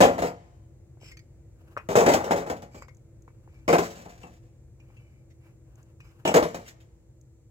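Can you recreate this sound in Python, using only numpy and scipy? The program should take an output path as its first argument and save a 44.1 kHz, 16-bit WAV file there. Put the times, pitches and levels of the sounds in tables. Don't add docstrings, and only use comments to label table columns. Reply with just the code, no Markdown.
import sys
import numpy as np
from scipy import signal
from scipy.fft import rfft, irfft, next_fast_len
from scipy.io import wavfile

SR = 44100
rng = np.random.default_rng(int(sys.argv[2]) if len(sys.argv) > 2 else 0)


def put_to_file(sound):
    columns = np.atleast_2d(sound).T
    safe = np.clip(columns, -1, 1)
    whole_steps = np.round(safe * 32767)
    wavfile.write(sys.argv[1], SR, whole_steps.astype(np.int16))


N = 330750
RING_T = np.arange(SR * 3 // 4) / SR


def from_db(db):
    return 10 ** (np.asarray(db) / 20)


def unit_energy(x):
    return x / np.sqrt(np.mean(np.sum(x ** 2, axis=-1)) + 1e-20)


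def at_hz(points, hz):
    point_hz, values = np.transpose(points)
    return np.interp(np.log(hz + 1e-3), np.log(point_hz), values)


def add(out, start_s, sound):
    start = max(round(start_s * SR), 0)
    out[..., start:start + sound.shape[-1]] += sound[..., :N - start]


# frequency_hz, correlation
NEAR = [(200, .99), (500, .97), (1000, .85), (2000, .66), (4000, .45), (15000, .45)]
FAR = [(130, .93), (300, 0.91), (640, 0.31), (1400, 0.98), (3000, -0.49)]
def noise(spectrum, coherence, size=len(RING_T)):
    hz = np.arange(size // 2 + 1) * SR / size
    mid, side = rfft(rng.standard_normal((2, size))) * from_db(at_hz(spectrum, hz))
    alike = np.clip(at_hz(coherence, hz), -1, 1)
    x = irfft(np.sqrt(1 + alike) * mid + np.sqrt(1 - alike) * side * [[1], [-1]], size)
    return x / x.std()


def drift(per_s):
    return np.interp(np.arange(N) / SR * per_s, np.arange(1000), rng.standard_normal(1000))


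def decay(t60_s):
    return from_db(-60 * RING_T / max(t60_s, 1e-3))


def modes(rows):
    strengths = from_db(rng.normal(0, 1.8, len(rows))) * rng.choice([-1, 1], len(rows))
    return sum(strength * from_db(db) * np.sin(2 * np.pi * hz * RING_T) * decay(t60_s)
               for strength, (hz, db, t60_s) in zip(strengths, rows))


def stereo_ring(rows):
    return unit_energy(modes(rows) + np.array([modes(rows), modes(rows)]))


def contacts(length_s, per_s, spread_db, first):
    size = len(RING_T)
    touching = rng.random(size) < per_s / SR
    heights = from_db(spread_db * rng.normal(0, 1, size).clip(-2, 2))
    touches = touching * heights * rng.choice([-1, 1], size)
    touches[0] = from_db(spread_db) * first
    return touches * np.exp(-(RING_T / max(length_s, 1e-3)) ** 2)


def strike(touches, response, db):
    sound = signal.fftconvolve(np.atleast_2d(response), touches[None], axes=1)[:, :len(RING_T)]
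    return from_db(db) * np.sqrt(SR / 20) * unit_energy(sound)


# frequency_hz, left_minus_right_db
SHADING = [(60, 1), (400, 1.5), (1300, 4.5), (2400, 3.5), (5000, -3), (8500, -0.5), (14000, -5)]
def from_side(x, lag_ms):
    size = next_fast_len(N + SR // 10)
    hz = np.arange(size // 2 + 1) * SR / size
    shade = from_db(at_hz(SHADING, hz) / 2 * [[1], [-1]])
    delay = np.exp(-2j * np.pi * hz * [[lag_ms / 1000], [0]])
    return irfft(rfft(x, size) * shade * delay, size)[:, :N]


def outdoors(x, echo_s, echo_db, tail_db, tail_t60_s):
    scatter = noise([(100, -2), (600, -1.5), (2500, 2.5), (7000, 3.0), (14000, -17.0)], FAR)
    response = from_db(tail_db) * unit_energy(scatter * decay(tail_t60_s) * (1 - decay(0.13)))
    response[:, round(echo_s * SR)] += from_db(echo_db)
    return x + signal.fftconvolve(x, response, axes=1)[:, :N]


# frequency_hz, density_db
HISS_SPECTRUM = [(1650, -43), (2800, -15.5), (4600, -12.5), (5020, -15), (7330, -1.5), (9060, -13.5),
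                 (13000, -16.5), (15100, -16), (16000, -19)]
def hiss():
    return from_db(-77) * noise(HISS_SPECTRUM, FAR, size=N)


# pitch_hz, level_db
ENGINE_TONES = [(59.5, -63), (107.5, -62.5), (129.5, -61.5), (333.5, -68)]
# time_s, relative_db
SWELL_CONTOUR = [(0.0, -43.5), (0.4, -53.5), (1.77, -52.5), (2.15, -48.5), (2.67, -53), (6.66, -54.5),
                 (7.5, -57.5)]
# frequency_hz, density_db
RUMBLE_SPECTRUM = [(25, -27.5), (46, -5.5), (115, -3.5), (143, -8.5), (165, -17), (298, -25.5),
                   (329, -14.5), (412, -27.5), (484, -21), (700, -33.5), (1100, -43.5), (1700, -46),
                   (2300, -44.5), (3200, -56.5)]
def distant_engine():
    hum = 0
    for hz, db in ENGINE_TONES:
        phase = 2 * np.pi * np.cumsum(hz * (1 + 0.019 * drift(8.7))) / SR
        hum = hum + np.sqrt(2) * from_db(db + drift(4.5)) * np.sin(phase)
    rumble = from_db(-52) * noise(RUMBLE_SPECTRUM, FAR, size=N)
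    contour_db = np.interp(np.arange(N) / SR, *np.transpose(SWELL_CONTOUR))
    swell = from_db(0.9 * (contour_db - contour_db.mean()))
    return swell * (hum + rumble) * from_db([[.6], [-.6]])


# start_s, level_db, length_s
GLOVE_RUBS = [(1.01, -63.5, .14), (1.55, -66, 0.39), (3.25, -71.5, 0.94), (4.78, -73, .4),
              (5.369, -71, 0.23), (5.65, -70.5, 0.3), (5.98, -64.5, 0.3)]
# frequency_hz, density_db
GLOVE_SPECTRUM = [(400, 0.5), (1000, 1.5), (1600, -0.5), (2100, -12), (2700, -2.5), (3400, -15.5),
                  (8000, -18)]
def rubs(flutter_db=4.5):
    t = np.arange(N) / SR
    pressure = sum(from_db(db) * np.sin(np.pi * np.clip((t - start_s) / length_s, 0, 1))
                   for start_s, db, length_s in GLOVE_RUBS)
    return pressure * from_db(flutter_db * drift(60)) * noise(GLOVE_SPECTRUM, NEAR, size=N)


# start_s, end_s
CRUMB_FALLS = [(2.929, 3.04), (3.18, 3.24), (5.72, 5.83), (7.19, 7.22)]
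def crumbs(per_s=18, level_db=-61, spread_db=0.5):
    out = np.zeros((2, N))
    tick = noise([(3000, -22), (7000, 8.5), (9500, -9.5)], NEAR) * decay(0.026)
    for start_s, end_s in CRUMB_FALLS:
        count = max(round(per_s * (end_s - start_s)), 1)
        for time_s in rng.uniform(start_s, end_s, count):
            add(out, time_s, from_db(level_db + spread_db * rng.normal()) * tick)
    return out


# frequency_hz, density_db
GRIT_SPECTRUM = [(700, -15), (1500, 3.5), (2500, 2.5), (3200, -1), (4300, -3), (5600, -2.5), (7200, 0),
                 (8000, -4), (9000, -16.5), (11000, -13), (15000, -12.5)]
def sand(t60_s):
    return unit_energy(noise(GRIT_SPECTRUM, NEAR) * decay(t60_s))


def grit():
    crack = .9 * decay(0.008)
    rattle = decay(0.14) * (1 - decay(0.01))
    return noise(GRIT_SPECTRUM, NEAR) * (crack + rattle)


# start_s, level_db, length_s, overtones_db
DRAGS = [(0.998, -51.5, .15, 0.5), (2.705, -53.5, 0.16, 0), (3.469, -66, .18, -6), (4.8, -64, 0.48, -12),
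         (5.386, -68, .16, -18), (5.985, -64, .17, -4)]
# frequency_hz, level_db, t60_s
PILE_MODES = [(1680, -14, .05), (2060, -7, .08), (2300, 4.5, .07), (2430, -2.5, .04), (2600, -4.5, .05),
              (2950, -6, .09), (4590, -4, .06), (4960, -6.5, 0.15), (5300, 0.5, .05), (6270, -5.5, 0.043),
              (7110, -6.5, .04), (7450, 0, .03), (7870, -6.5, .04)]
def scrapes(overtones_above_hz=4000):
    out = np.zeros((2, N))
    for start_s, db, length_s, overtones_db in DRAGS:
        ring = stereo_ring([(hz, mode_db + overtones_db * (hz > overtones_above_hz), t60_s)
                            for hz, mode_db, t60_s in PILE_MODES])
        rustle = from_db(-7.5 + .5 * overtones_db) * sand(t60_s=.02)
        drag = np.sin(np.pi * np.clip(RING_T / length_s, 0, 1))
        slips = contacts(2 * length_s, per_s=940, spread_db=4.5, first=0) * drag
        add(out, start_s, strike(slips, ring + rustle, db))
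    return out


# start_s, level_db, pitch_hz
HAND_KNOCKS = [(0.972, -49.5, 626), (1.016, -46.5, 764), (1.032, -41, 505), (1.7664, -21.5, 1260),
               (1.7735, -17.5, 1200), (2.822, -31.5, 1100), (2.884, -42, 1050), (3.279, -40.5, 980),
               (3.476, -45.5, 880), (4.799, -57, 900), (4.903, -50.5, 790), (6.003, -49, 1090)]
def knocks():
    out = np.zeros((2, N))
    tail_spectrum = [(250, -8), (1200, -2), (2000, -4.5), (2600, -12), (3500, -29.5), (9000, -47.5)]
    for start_s, db, pitch_hz in HAND_KNOCKS:
        phase = 2 * np.pi * pitch_hz * RING_T
        knock = 1.6 * np.sin(phase) * decay(0.009) * (1 - decay(0.0013)) ** 2
        push = 0.37 * np.sin(phase / 2) * decay(0.034) * (1 - decay(0.0026))
        tail = from_db(-22.5) * noise(tail_spectrum, FAR) * decay(0.16) * (1 - decay(.015))
        add(out, start_s, from_db(db) * (knock + push + tail))
    return signal.sosfilt(signal.butter(2, 3200, fs=SR, output="sos"), out)


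# start_s, level_db, pitch_hz, contact_s
BRICK_CLINKS = [(.016, -30.5, 3090, 0.045), (1.115, -54, 2123, 0.0061), (1.170, -57, 2050, 0.0025),
                (1.191, -61.5, 2084, 0.0042), (1.773, -52, 2480, 0.009), (2.823, -56.5, 2210, 0.0025),
                (2.882, -60, 2154, 0.0083), (3.277, -70.5, 2270, 0.012), (3.679, -31.5, 2290, 0.05),
                (4.232, -56, 2535, 0.0037), (4.799, -66, 2380, 0.014), (4.965, -63, 2630, 0.013),
                (5.301, -71, 1980, 0.023), (6.003, -59, 2496, 0.007), (6.251, -36, 2900, 0.012),
                (6.274, -30.5, 2560, .022)]
# pitch_ratio, level_db, t60_s
BRICK_MODES = [(0.899, -1, 0.059), (1, 6.5, .11), (1.06, -2.5, 0.13), (1.13, -0.5, 0.08),
               (1.22, -3.5, 0.061), (2.1, -6, .06), (2.219, -6.5, 0.066), (2.379, -3, 0.053),
               (2.8, -8, .04), (3.061, -0.5, 0.06), (3.381, -3, 0.023)]
def clinks():
    out = np.zeros((2, N))
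    for start_s, db, pitch_hz, contact_s in BRICK_CLINKS:
        cut_db = 2 + 28 * np.log2(pitch_hz / 2150)
        ring = stereo_ring([(min(ratio * pitch_hz, SR / 2), mode_db - cut_db * (ratio > 2), t60_s)
                            for ratio, mode_db, t60_s in BRICK_MODES])
        rustle = from_db(-5.5 - .5 * cut_db) * sand(t60_s=.04)
        touches = contacts(contact_s, per_s=1600, spread_db=8.0, first=0.82)
        add(out, start_s, strike(touches, ring + rustle, db))
    return signal.sosfilt(signal.butter(2, 1400, "high", fs=SR, output="sos"), out)


# frequency_hz, level_db, t60_s
TRAY_MODES = [(89, -14, 0.22), (174.45, 0.5, 0.33), (233.6, -12.5, 0.47), (317.9, -2, 0.15),
              (352, -6.5, 0.25), (412.3, -5.5, 0.17), (449.6, -8, 0.43), (472.5, 0, .25), (492, -0.5, 0.31),
              (560.6, -2.5, 0.35), (614, -1.5, 0.25), (682, -3, 0.22), (702.3, -0.5, 0.36),
              (782, -5.5, 0.14), (832, -3.5, 0.16), (930, -9.5, 0.26), (1053, -11, 0.053),
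              (1145, -14, 0.19), (1296.5, -19, 0.092), (1460, -21, 0.22), (1550, -15, 0.31),
              (1752, -15.5, 0.2), (1877, -20.5, 0.25), (2175, -20, 0.3)]
# frequency_hz, density_db
FRAME_SPECTRUM = [(35, -35.5), (60, -6), (100, -6.5), (180, -1), (280, 2), (400, -22), (800, -51)]
LOAD_SPECTRUM = [(120, -26), (250, -9), (340, -4.5), (480, 1.5), (700, -1), (900, -6), (1150, -10),
                 (1500, -15), (2200, -18.5), (4000, -48)]
def barrow_bodies(clatter_db, boom_below_hz=285):
    frame = noise(FRAME_SPECTRUM, NEAR) * decay(0.27) * (1 - decay(0.015))
    load = noise(LOAD_SPECTRUM, NEAR) * decay(0.21) * (1 - decay(0.0026))
    low_panels = modes([mode for mode in TRAY_MODES if mode[0] < boom_below_hz])
    high_panels = modes([mode for mode in TRAY_MODES if mode[0] >= boom_below_hz])
    boom_db = -17 + 0.75 * clatter_db
    return [(frame, boom_db - 2.5), (low_panels, boom_db - 1.5),
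            (high_panels, clatter_db - 5.0), (load, clatter_db - 1.5)]


# start_s, level_db, length_s
TOP_SLIDES = [(2.564, -58, .006), (4.328, -70, 0.012), (6.653, -55.5, 0.024), (6.676, -50, 0.011),
              (6.801, -65.5, .014)]
def slides():
    out = np.zeros((2, N))
    for start_s, db, length_s in TOP_SLIDES:
        add(out, start_s, strike(contacts(length_s, per_s=2000, spread_db=3, first=.3), grit(), db))
    return out


# start_s, clatter_db, grit_over_clatter_db, length_s
STACK_ROCKING = [(2.0, -23.5, -17.5, 0.35), (3.82, -42, 3, 0.1), (3.95, -46, -2.5, 0.31),
                 (6.44, -57.5, 9.5, 0.16)]
def settling():
    out = np.zeros((2, N))
    for start_s, db, grit_db, length_s in STACK_ROCKING:
        rocks = contacts(length_s, per_s=130, spread_db=1.5, first=.6)
        for body, body_db in barrow_bodies(db) + [(grit(), db + grit_db)]:
            add(out, start_s, strike(rocks, body, body_db))
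    return out


# start_s, clatter_db, grit_over_clatter_db, contact_s
BRICK_LANDINGS = [(0.004, -9, -14.5, 0.045), (0.079, -28.5, -19.5, 0.07), (0.181, -28.5, -15, 0.018),
                  (0.22, -24.5, -14.5, 0.051), (1.888, -26.5, -14, 0.058), (1.954, -12.5, -14.5, 0.067),
                  (2.062, -14.5, -13.5, 0.059), (2.136, -22, -7, 0.0031), (2.242, -35, -10, 0.0014),
                  (2.308, -20.5, -15.5, 0.011), (2.361, -28.5, -13.5, 0.038), (2.463, -37, -14.5, 0.035),
                  (2.498, -29, -13.5, 0.0044), (2.621, -48, -7.5, 0.0037), (2.745, -48, -11, 0.023),
                  (3.679, -19, -18, 0.032), (3.727, -15.5, -16.5, 0.018), (3.783, -23.5, -11.5, 0.012),
                  (4.057, -47.5, -24, 0.0026), (4.235, -47.5, -21, 0.006), (6.252, -21.5, -15.5, 0.057),
                  (6.341, -13, -14.5, 0.017), (6.364, -17.5, -14.5, 0.008), (6.426, -24.5, -14, 0.01),
                  (6.544, -36.5, -8.5, 0.0052)]
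def landings(touches_per_s=700):
    out = np.zeros((2, N))
    for start_s, db, grit_db, contact_s in BRICK_LANDINGS:
        first = 1 + 0.35 * np.sqrt(touches_per_s * contact_s)
        for body, body_db in barrow_bodies(db):
            touches = contacts(contact_s, touches_per_s, spread_db=3, first=first)
            add(out, start_s, strike(touches, body, body_db))
        grains = contacts(contact_s, per_s=450, spread_db=6.5, first=first / 2)
        add(out, start_s, strike(grains, grit(), db + grit_db))
    return out


def scene():
    background = distant_engine() + hiss()
    barrow = from_side(landings() + settling() + slides(), lag_ms=.29)
    pile = from_side(clinks() + scrapes() + knocks() + rubs() + crumbs(), lag_ms=.16)
    near = outdoors(barrow + pile, echo_s=.025, echo_db=-17.5, tail_db=-28.5, tail_t60_s=0.97)
    return background + near


def record(dry):
    thinned = signal.sosfilt(signal.butter(4, 42, "high", fs=SR, output="sos"), dry)
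    rounded = 1.303 * np.tanh(thinned / 1.335)
    return signal.sosfilt(signal.ellip(10, .2, 80, 15900, fs=SR, output="sos"), rounded)


dry = scene()
out = record(dry)
put_to_file(out)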